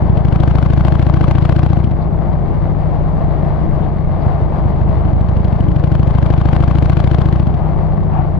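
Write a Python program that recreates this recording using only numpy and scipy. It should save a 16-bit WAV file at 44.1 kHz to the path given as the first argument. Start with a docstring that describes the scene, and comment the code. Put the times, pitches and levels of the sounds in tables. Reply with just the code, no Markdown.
"""A V-twin motorcycle at road speed, heard from the saddle, under a steady rush of tyres and air. It starts
under power: suction pulses ring the intake in a lopsided two-beat, with torn-air rasp and crackle. After two
seconds it coasts: exhaust puffs drone in the pipe, valve gear clatters and loose fittings chink. A brief hollow
swell of rush precedes a second, slower pull from four seconds; the throttle snaps shut near the end amid more
swells. Noise eddies buffet the microphone throughout, and a limiter ducks the loudest gulps."""
import sys
import numpy as np
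from scipy import signal
from scipy.fft import rfft, irfft, next_fast_len
from scipy.io import wavfile
from scipy.ndimage import map_coordinates

SR = 44100
rng = np.random.default_rng(int(sys.argv[2]) if len(sys.argv) > 2 else 0)


def generate_wav(sig):
    """Save sig (samples, or channels by samples) to the path in sys.argv[1] as 16-bit PCM at SR."""
    pcm = np.round(np.clip(np.atleast_2d(sig).T, -1, 1) * 32767).astype(np.int16)
    wavfile.write(sys.argv[1], SR, pcm)


N = 369999


def amp(db):
    """Decibels to linear gain."""
    return 10 ** (np.asarray(db) / 20)


def unit(x):
    """x scaled to rms 1."""
    return x / np.sqrt(np.mean(x ** 2) + 1e-20)


def along(points, hz):
    """(Hz, value) points interpolated on a log frequency axis."""
    f, v = np.transpose(points)
    return np.interp(np.log(hz + 1), np.log(f + 1), v)


def curves(rows):
    """One value per sample for each column after the time."""
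    s, *cols = np.transpose(rows)
    return [np.interp(np.arange(N) / SR, s, c) for c in cols]


def wobble(rate):
    """A smooth random curve, rate knots a second."""
    knots = rng.standard_normal(int(N * rate / SR) + 4)
    return map_coordinates(knots, [np.arange(N) * rate / SR])


def filtered(x, response):
    """x times a complex response of frequency."""
    m = next_fast_len(N + SR // 2)
    return irfft(rfft(x, m) * response(np.fft.rfftfreq(m, 1 / SR)), m)[..., :N]


def lagging(x, seconds):
    """x following with a first-order lag."""
    step = 1 - np.exp(-1 / (seconds * SR))
    return signal.lfilter([step], [1, step - 1], x)


def lean(db):
    """Left and right gains for a level difference, left minus right."""
    return amp(np.array([[1], [-1]]) * db / 2)


def sided(x, table):
    """x at rms 1, with a left-right level difference for each frequency."""
    return unit(filtered(x, lambda hz: lean(along(table, hz))))


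def duct(x, table, size=16384):
    """x through a causal (minimum-phase) colour for each ear, so that resonances ring after the pulse."""
    hz, ears = np.fft.rfftfreq(size, 1 / SR), []
    for ear in (1, 2):
        level_db = along(np.array(table)[:, [0, ear]], hz)
        cepstrum = irfft(np.log(amp(level_db)))
        # folding the cepstrum forward in time makes the response causal
        cepstrum[1:size // 2] *= 2
        cepstrum[size // 2 + 1:] = 0
        ringing = irfft(np.exp(rfft(cepstrum)))
        ears.append(signal.fftconvolve(x, ringing)[:N])
    return np.array(ears)


def rush(spectrum, alike):
    """Coloured stereo noise of rms 1; mid and side are mixed to the left-right likeness."""
    turn = lambda hz: np.arccos(np.clip(along(alike, hz), -1, 1)) / 2
    colour = lambda hz: amp(along(spectrum, hz)) * [np.cos(turn(hz)), np.sin(turn(hz))]
    mid, side = filtered(rng.standard_normal((2, N)), colour)
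    return unit(np.array([mid + side, mid - side]))


def beat(crank, place, length, scatter_db, jitter, count=140, order=2):
    """A pulse per cycle with random size and small random shift; bell-shaped, flatter at a higher order."""
    cycle = np.clip(np.round(crank - place).astype(int) + 2, 0, count - 1)
    size, shift = np.clip(rng.standard_normal((count, 2)), -2, 2)[cycle].T
    offset = (crank - place + .5) % 1 - .5 - jitter * shift  # in cycles
    return amp(scatter_db * size) * np.exp(-.5 * np.abs(offset / length) ** order)


# Twists of the throttle: open_start_s, wide_open_s, shut_s
PULLS = [(-.3, .38, 2.006), (4.09, 6.387, 7.62)]
EASE_S = .175  # the hand eases off slowly, then lets the grip snap shut


def twist_grip():
    """Throttle opening 0-1: each pull rolls on evenly, holds and shuts."""
    t = np.arange(N) / SR
    opening = 0
    for start, wide, shut in PULLS:
        roll_on = np.clip((t - start) / (wide - start), 0, 1)
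        roll_off = 1 - np.exp(np.minimum(t - shut, 0) / EASE_S)
        opening = opening + roll_on * roll_off
    return opening


# Four-stroke cycles per second: at the start, and where it would settle with the throttle shut or wide open
START_RATE, SHUT_RATE, OPEN_RATE = 12.938, 9.94, 19.707
INERTIA_S, TORQUE_POWER = 5.433, 1.857  # how slowly the bike follows; drive grows as this power of the opening
START_PLACE = -.303  # where the engine is in its cycle at the start


def crankshaft(throttle):
    """Cycles turned so far: the speed creeps towards the one that the throttle can hold against drag."""
    goal = SHUT_RATE + (OPEN_RATE - SHUT_RATE) * throttle ** TORQUE_POWER
    step = 1 / (INERTIA_S * SR)
    rate = START_RATE + signal.lfilter([step], [1, step - 1], goal - START_RATE)
    return START_PLACE + np.cumsum(rate) / SR


THROTTLED_LAG, THROTTLED_BELOW = .032, .7  # most lateness in cycles; the opening below which gulps come late


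def delayed(crank, throttle):
    """The cycle as the gulps follow it: later when the throttle is narrow."""
    return crank - THROTTLED_LAG * np.clip(1 - (throttle / THROTTLED_BELOW) ** 4, 0, 1)


# Uneven catching of the first cylinder: peak_s, extra_gulp_strength (0-1)
CATCHES = [(.098, .25), (4.268, .85), (4.424, .58), (4.658, .42), (4.817, .26), (4.894, .18), (4.974, .18),
           (5.21, .1), (7.62, .25), (8.196, .42)]


def catches():
    """Extra strength of the first cylinder's gulp where it catches."""
    t = np.arange(N) / SR
    return sum(extra * np.exp(-.5 * ((t - s) / .012) ** 2) for s, extra in CATCHES)


# Where the two intake strokes fall: first_place_cycles, second_place_cycles
INTAKE_PLACES = (-.021, .405)
# The two intake strokes: length_cycles, relative_suction_db, relative_tick_db (ticks sound in snaps)
INTAKE_STROKES = [(.019, 2.5, -1), (.022, 2.5, -14.5)]
# Pressure escaping as the first inlet valve opens: place_cycles, length_cycles, relative_level_db
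BLOWBACK_PUSH = (-0.089, 0.013, -7.3)
# Intake tract and bodywork resonances: frequency_hz, relative_left_db, relative_right_db
INTAKE_TRACT = [(15, -8, -14.5), (28, -14, -18.5), (46, -19, -15), (66.3, -1, 0.5), (83.4, -6, 1),
                (102, 4, -1), (112.4, 2.5, 0.5), (139.7, 9, -5.5), (180, 6, -0.5), (236, 4.5, -2),
                (295, 7, -7), (329, 19.5, 9), (365, 13, -0.5), (440, 9.5, 0.5), (1210, -17, -30.5)]
MIDWAY_FILL = .33  # the first cylinder takes this much more than its share at half throttle


def intake(crank, throttle, gulp_db=4):
    """Each open inlet valve pulls a suction pulse that rings the tract; a short push leads the first."""
    fill = throttle * np.clip(throttle / .45, 0, 1)  # little air passes a barely open plate
    first = fill * (1 + MIDWAY_FILL * 4 * throttle * (1 - throttle)) + catches()
    gulps = 0
    for place, strength, (length, db, _) in zip(INTAKE_PLACES, (first, fill), INTAKE_STROKES):
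        pulse = beat(delayed(crank, throttle), place, length, scatter_db=.4, jitter=.001)
        gulps = gulps + strength * amp(db) * pulse
    place, length, db = BLOWBACK_PUSH
    push = amp(db) * throttle ** 2 * beat(crank, place, length, scatter_db=-1.0, jitter=0.0032)
    return amp(gulp_db) * duct(push - gulps, INTAKE_TRACT)


def choke(throttle, crank, steep_db, knee=1.17, speed_power=3):
    """Gain of the tearing air: it grows with throttle opening and with engine speed."""
    rate = np.gradient(crank) * SR
    opening_gain = amp(-steep_db * np.clip(1 - throttle, 0, 1) ** knee)
    return throttle * opening_gain * (rate / rate.mean()) ** speed_power


# Air tearing past the plate, a row per cylinder:
# place_cycles, length_cycles, relative_level_db, closing_loss_db, relative_lead_hiss_db
RASP_BURSTS = [(-.06, 0.042, 10, 10.5, -16), (.372, 0.032, 11.5, 28, -10)]
# Air box resonances as each cylinder draws: frequency_hz, first_relative_db_per_hz, second_relative_db_per_hz
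AIR_BOX = [(200, -17.5, -20), (447, 9, 4.5), (700, 11, 10), (900, 4, 5.5), (1130, -3.5, 5),
           (1260, -3.5, -10), (1520, -0.5, 0), (1860, -6, -11), (2030, -6, -6), (2580, -10, -12),
           (3300, -11.5, -11.5), (3440, -13.5, -15), (4250, -15.5, -17), (5350, -24.5, -26),
           (6340, -29, -29), (7300, -34, -34), (10500, -41, -38.5)]
# Stereo lean of the rasp: frequency_hz, left_minus_right_db
RASP_SIDES = [(500, 7), (1000, 6.5), (1350, 13), (1900, 4.5), (2500, 8.5), (3200, 8.5), (3700, 4.5),
              (4500, 7), (8000, 7.5)]


def rasp(crank, throttle, tear_db=-26, hiss_lead=.13, hiss_length=0.067, steady_db=-18,
         tail_db=-3, tail_s=0.004, ragged_db=2.5):
    """Air tears past the throttle plate at each stroke: a hiss, an abrupt ragged burst and a short tail."""
    sound = 0
    for column, (place, length, db, steep_db, hiss_db) in enumerate(RASP_BURSTS, 1):
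        burst = beat(delayed(crank, throttle), place, length, scatter_db=2.2, jitter=.005, order=4)
        hiss = beat(crank, place - hiss_lead, hiss_length, scatter_db=2, jitter=.01)
        tail = amp(tail_db) * lagging(burst, tail_s)
        flow = burst + tail + amp(hiss_db) * hiss + amp(steady_db)
        colour = np.array(AIR_BOX)[:, [0, column]]
        air = sided(rush(colour, [(500, 0.76), (3000, 0.39), (8000, 0.14)]), RASP_SIDES)
        level = amp(tear_db + db + ragged_db * wobble(700))
        sound = sound + level * choke(throttle, crank, steep_db) * flow * air
    return sound / 2


def snaps(crank, throttle, snap_db=-39, length=0.012, lead=.004, tail_db=-2, tail_s=0.0017,
          sets_in=0.34, catch_share=0.41):
    """Bright crackle near each gulp's peak, above a third throttle and wherever the first cylinder catches."""
    late = delayed(crank, throttle)
    ticks = 0
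    for place, (_, _, db) in zip(INTAKE_PLACES, INTAKE_STROKES):
        ticks = ticks + amp(db) * beat(late, place - lead, length, scatter_db=1.2, jitter=.003)
    ticks = ticks + amp(tail_db) * lagging(ticks, tail_s)
    # (Hz, relative dB per Hz)
    colour = [(800, -12), (2000, 1.5), (2900, 16.5), (3600, 2), (4400, -2), (5400, -7.5), (7000, -10), (10500, -9)]
    crackle = rush(colour, [(3000, 1.0)])
    strength = np.clip(4 * (throttle - sets_in), 0, 1) + catch_share * catches()
    return amp(snap_db) * strength * ticks * crackle * lean(db=6.5)


def bark(crank, throttle, bark_db=-26.5, bark_hz=1120, lead=0.042, length=0.026):
    """At wide throttle the second inlet valve cracks open with hollow, ragged cycles ahead of its gulp."""
    cracks = beat(crank, INTAKE_PLACES[1] - lead, length, scatter_db=2, jitter=0.004, order=4)
    phase = 2 * np.pi * bark_hz * np.arange(N) / SR
    hollow = unit(np.sin(phase + .9 * wobble(750)))
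    return amp(bark_db) * choke(throttle, crank, steep_db=25.5) * cracks * hollow * lean(db=16)


# The two exhaust puffs: place_cycles, relative_level_db
EXHAUST_PUFFS = [(0.071, 6.5), (0.51, 4.5)]
# Exhaust pipe and silencer: frequency_hz, relative_left_db, relative_right_db
EXHAUST_PIPE = [(20, -23, -24), (28, -15.5, -19.5), (46, -13.5, -9.5), (60.4, 2, -3), (72, -21.5, -9),
                (96.3, -2, -1.5), (110, -13.5, -20.5), (151, 5, -12.5), (186, -7.5, -17), (236, -17, -22.5),
                (318, -14.5, -23), (450, -8.5, -18.5), (1200, -13, -21.5)]


def exhaust(crank, throttle, drone_db=-1, pulling_db=-26):
    """Uneven puffs boom in the pipe; the drone stands out when the throttle is shut."""
    puffs = 0
    for place, db in EXHAUST_PUFFS:
        puffs = puffs + amp(db) * beat(crank, place, length=0.015, scatter_db=0.76, jitter=0.0025)
    return duct(puffs * amp(drone_db + pulling_db * throttle ** 3), EXHAUST_PIPE)


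# Tappets and valve seats: place_cycles, relative_level_db
VALVE_KNOCKS = [(.06, 3.5), (0.198, -1.5), (.3, 4.5), (.5, -1.5), (.63, -8), (0.792, 5)]
# Cylinder heads and cases: resonance_hz, width_hz, relative_level_db
CYLINDER_HEADS = [(610, 130, 4), (1050, 130, -11), (1970, 470, -19.5)]


def valve_gear(crank, clatter_db=-37):
    """Tappets and valve seats knock the resonant cylinder heads in step with the camshaft."""
    knocks = 0
    for place, db in VALVE_KNOCKS:
        knocks = knocks + amp(db) * beat(crank, place, length=.0015, scatter_db=1.5, jitter=.003)
    resonance = lambda f, c, w: 1j * f * w / (c * c - f * f + 1j * f * w)
    heads = lambda f: sum(amp(db) * resonance(f, c, w) for c, w, db in CYLINDER_HEADS)
    return amp(clatter_db) * unit(filtered(knocks, heads)) * lean(db=1.5)


def rattle(rattle_db=-42, per_second=70, spread_db=3):
    """Chain and loose metal rattle in small random taps that ring the metal."""
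    chance, size = rng.random(N), np.clip(rng.standard_normal(N), -2, 2)
    taps = (chance < per_second / SR) * amp(spread_db * size)
    # (Hz, relative left dB, relative right dB)
    metal = [(450, -36, -40), (696, 5.5, -6), (880, -2.5, -8.5), (1085, 9, -3.5), (1390, -10, -22.5),
             (2060, -6, -13.5), (2500, -23, -27.5), (4540, -26.5, -31.5), (6060, -47.5, -49)]
    return amp(rattle_db) * unit(duct(taps, metal))


# Level of the rush of tyres and air: time_s, relative_level_db
RUSH_LEVEL = [(0.0, -28), (2.17, -30.5), (3.52, -28), (4.1, -30.5), (4.37, -27), (6.03, -30), (6.34, -29),
              (7.71, -29.5), (8.05, -31.5)]
# Tyres and air: frequency_hz, relative_db_per_hz
ROAD_COLOUR = [(200, -16), (400, -4.5), (520, -4.5), (640, 1), (800, -1.16), (1150, -9.5), (1350, -19),
               (2150, -23), (2550, -31.5), (4600, -38.5), (5500, -47.5), (7500, -54), (10800, -58)]
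# Left-right likeness of road and swells: frequency_hz, likeness (1 = identical)
ROAD_LIKENESS = [(200, 0.58), (600, 1), (1200, 0.07), (3000, 0.25), (8000, .1)]
# Stereo lean of road, eddies and swells: frequency_hz, left_minus_right_db
ROAD_SIDES = [(60, 0), (96, 5.5), (150, 0), (250, 14.5), (390, 5.5), (630, 9.5), (1000, 6.5), (1450, 13.5),
              (2050, 3.5), (2700, 11), (4100, 5.5)]
# Wind eddies: frequency_hz, relative_db_per_hz
BUFFET_COLOUR = [(10, -6.5), (22, 3), (42, -3.5), (70, -3), (110, -12), (160, -5.5), (200, -9.5),
                 (245, -22.5), (320, -14), (420, -21), (800, -43.5), (2000, -120)]


def slipstream(road_db=2.0, buffet_db=-17, lumps_db=1.1, buffet_follows=0.5, flutter_db=1.42):
    """Tyres and air rush on; eddies off the windscreen thump each microphone port, the left one more."""
    air_db, = curves(RUSH_LEVEL)
    road = sided(rush(ROAD_COLOUR, ROAD_LIKENESS), ROAD_SIDES) * amp(flutter_db * wobble(22))
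    lumps = amp(lumps_db * np.array([wobble(10), wobble(34)]))  # each ear swells on its own
    eddies = sided(rush(BUFFET_COLOUR, [(30, -0.7), (150, 0.27)]) * lumps, ROAD_SIDES)
    eddies_db = buffet_db + buffet_follows * (air_db - air_db.mean())
    return amp(air_db + road_db) * road + amp(eddies_db) * eddies


# Loose fittings chink as the drive goes slack and over rough asphalt:
# peak_s, relative_level_db, pitch_hz, width_hz, length_s
FITTING_JOLTS = [(2.025, -51, 4140, 800, 0.0086), (3.84, -50, 2900, 1100, 0.013),
                 (4.223, -56, 4400, 600, .008)]


def jolts():
    """Fittings chink when the bike is jolted: short bursts of band-limited noise."""
    t = np.arange(N) / SR
    chinks = 0
    for s, db, hz, width, length in FITTING_JOLTS:
        band = lambda f: 1 / (1 + ((f - hz) / width) ** 4)
        metal = unit(filtered(rng.standard_normal((2, N)), band))
        chinks = chinks + amp(db) * np.exp(-.5 * ((t - s) / length) ** 2) * metal
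    return chinks * lean(db=7.5)


# Short hollow swells of the rush: peak_s, level_db, length_s
RUSH_SWELLS = [(3.852, -34, 0.05), (7.664, -28, 0.065), (8.175, -23, 0.057)]
# Hollow colour of the swells: frequency_hz, relative_db_per_hz
SWELL_WHOOSH = [(300, -27), (550, -8.5), (750, 1), (1100, -10), (1400, -19), (2500, -31), (5000, -51.5),
                (10000, -84)]


def swells():
    """The rush swells briefly with a hollow whoosh of coloured noise."""
    t = np.arange(N) / SR
    swell = sum(amp(db) * np.exp(-.5 * ((t - s) / length) ** 2) for s, db, length in RUSH_SWELLS)
    return swell * sided(rush(SWELL_WHOOSH, ROAD_LIKENESS), ROAD_SIDES)


def scene(build_s=0.055):
    """The hand sets the throttle, the throttle sets the speed, and they drive the engine's sounds."""
    throttle = twist_grip()
    crank = crankshaft(throttle)
    # the tearing air takes a moment to build, but the closing plate cuts it at once
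    stream = np.minimum(throttle, lagging(throttle, build_s))
    inlet = intake(crank, throttle) + rasp(crank, stream) + snaps(crank, stream) + bark(crank, stream)
    engine = inlet + exhaust(crank, throttle) + valve_gear(crank) + rattle()
    return engine + slipstream() + jolts() + swells()


TOP_HZ = 11050  # upper edge of the sound


def record(dry, threshold=0.37, ducking=160, recovery=0.006, slow_ducking=9, slow_recovery=0.12, hardness=8):
    """Overloads charge a limiter: a fast stage ducks loud gulps, a slow one holds on; the tips flatten."""
    ceiling = .97
    sound = filtered(dry, lambda hz: 1j * hz / (8 + 1j * hz))  # 8 Hz low cut
    overload = np.maximum(np.maximum(np.abs(sound[0]), np.abs(sound[1])) - threshold, 0)
    t = np.arange(SR) / SR
    memory = ducking * np.exp(-t / recovery) + slow_ducking * np.exp(-t / slow_recovery)  # recoveries in s
    ducked = sound / (1 + signal.fftconvolve(overload, memory)[:N] / SR)
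    squashed = ducked / (1 + np.abs(ducked / ceiling) ** hardness) ** (1 / hardness)
    ends = np.interp(np.arange(N), [0, 60, N - 60, N - 1], [0, 1, 1, 0])  # brief fades, in samples
    return filtered(squashed * ends, lambda hz: 1 / (1 + (hz / TOP_HZ) ** 120))


dry = scene()
out = record(dry)
generate_wav(out)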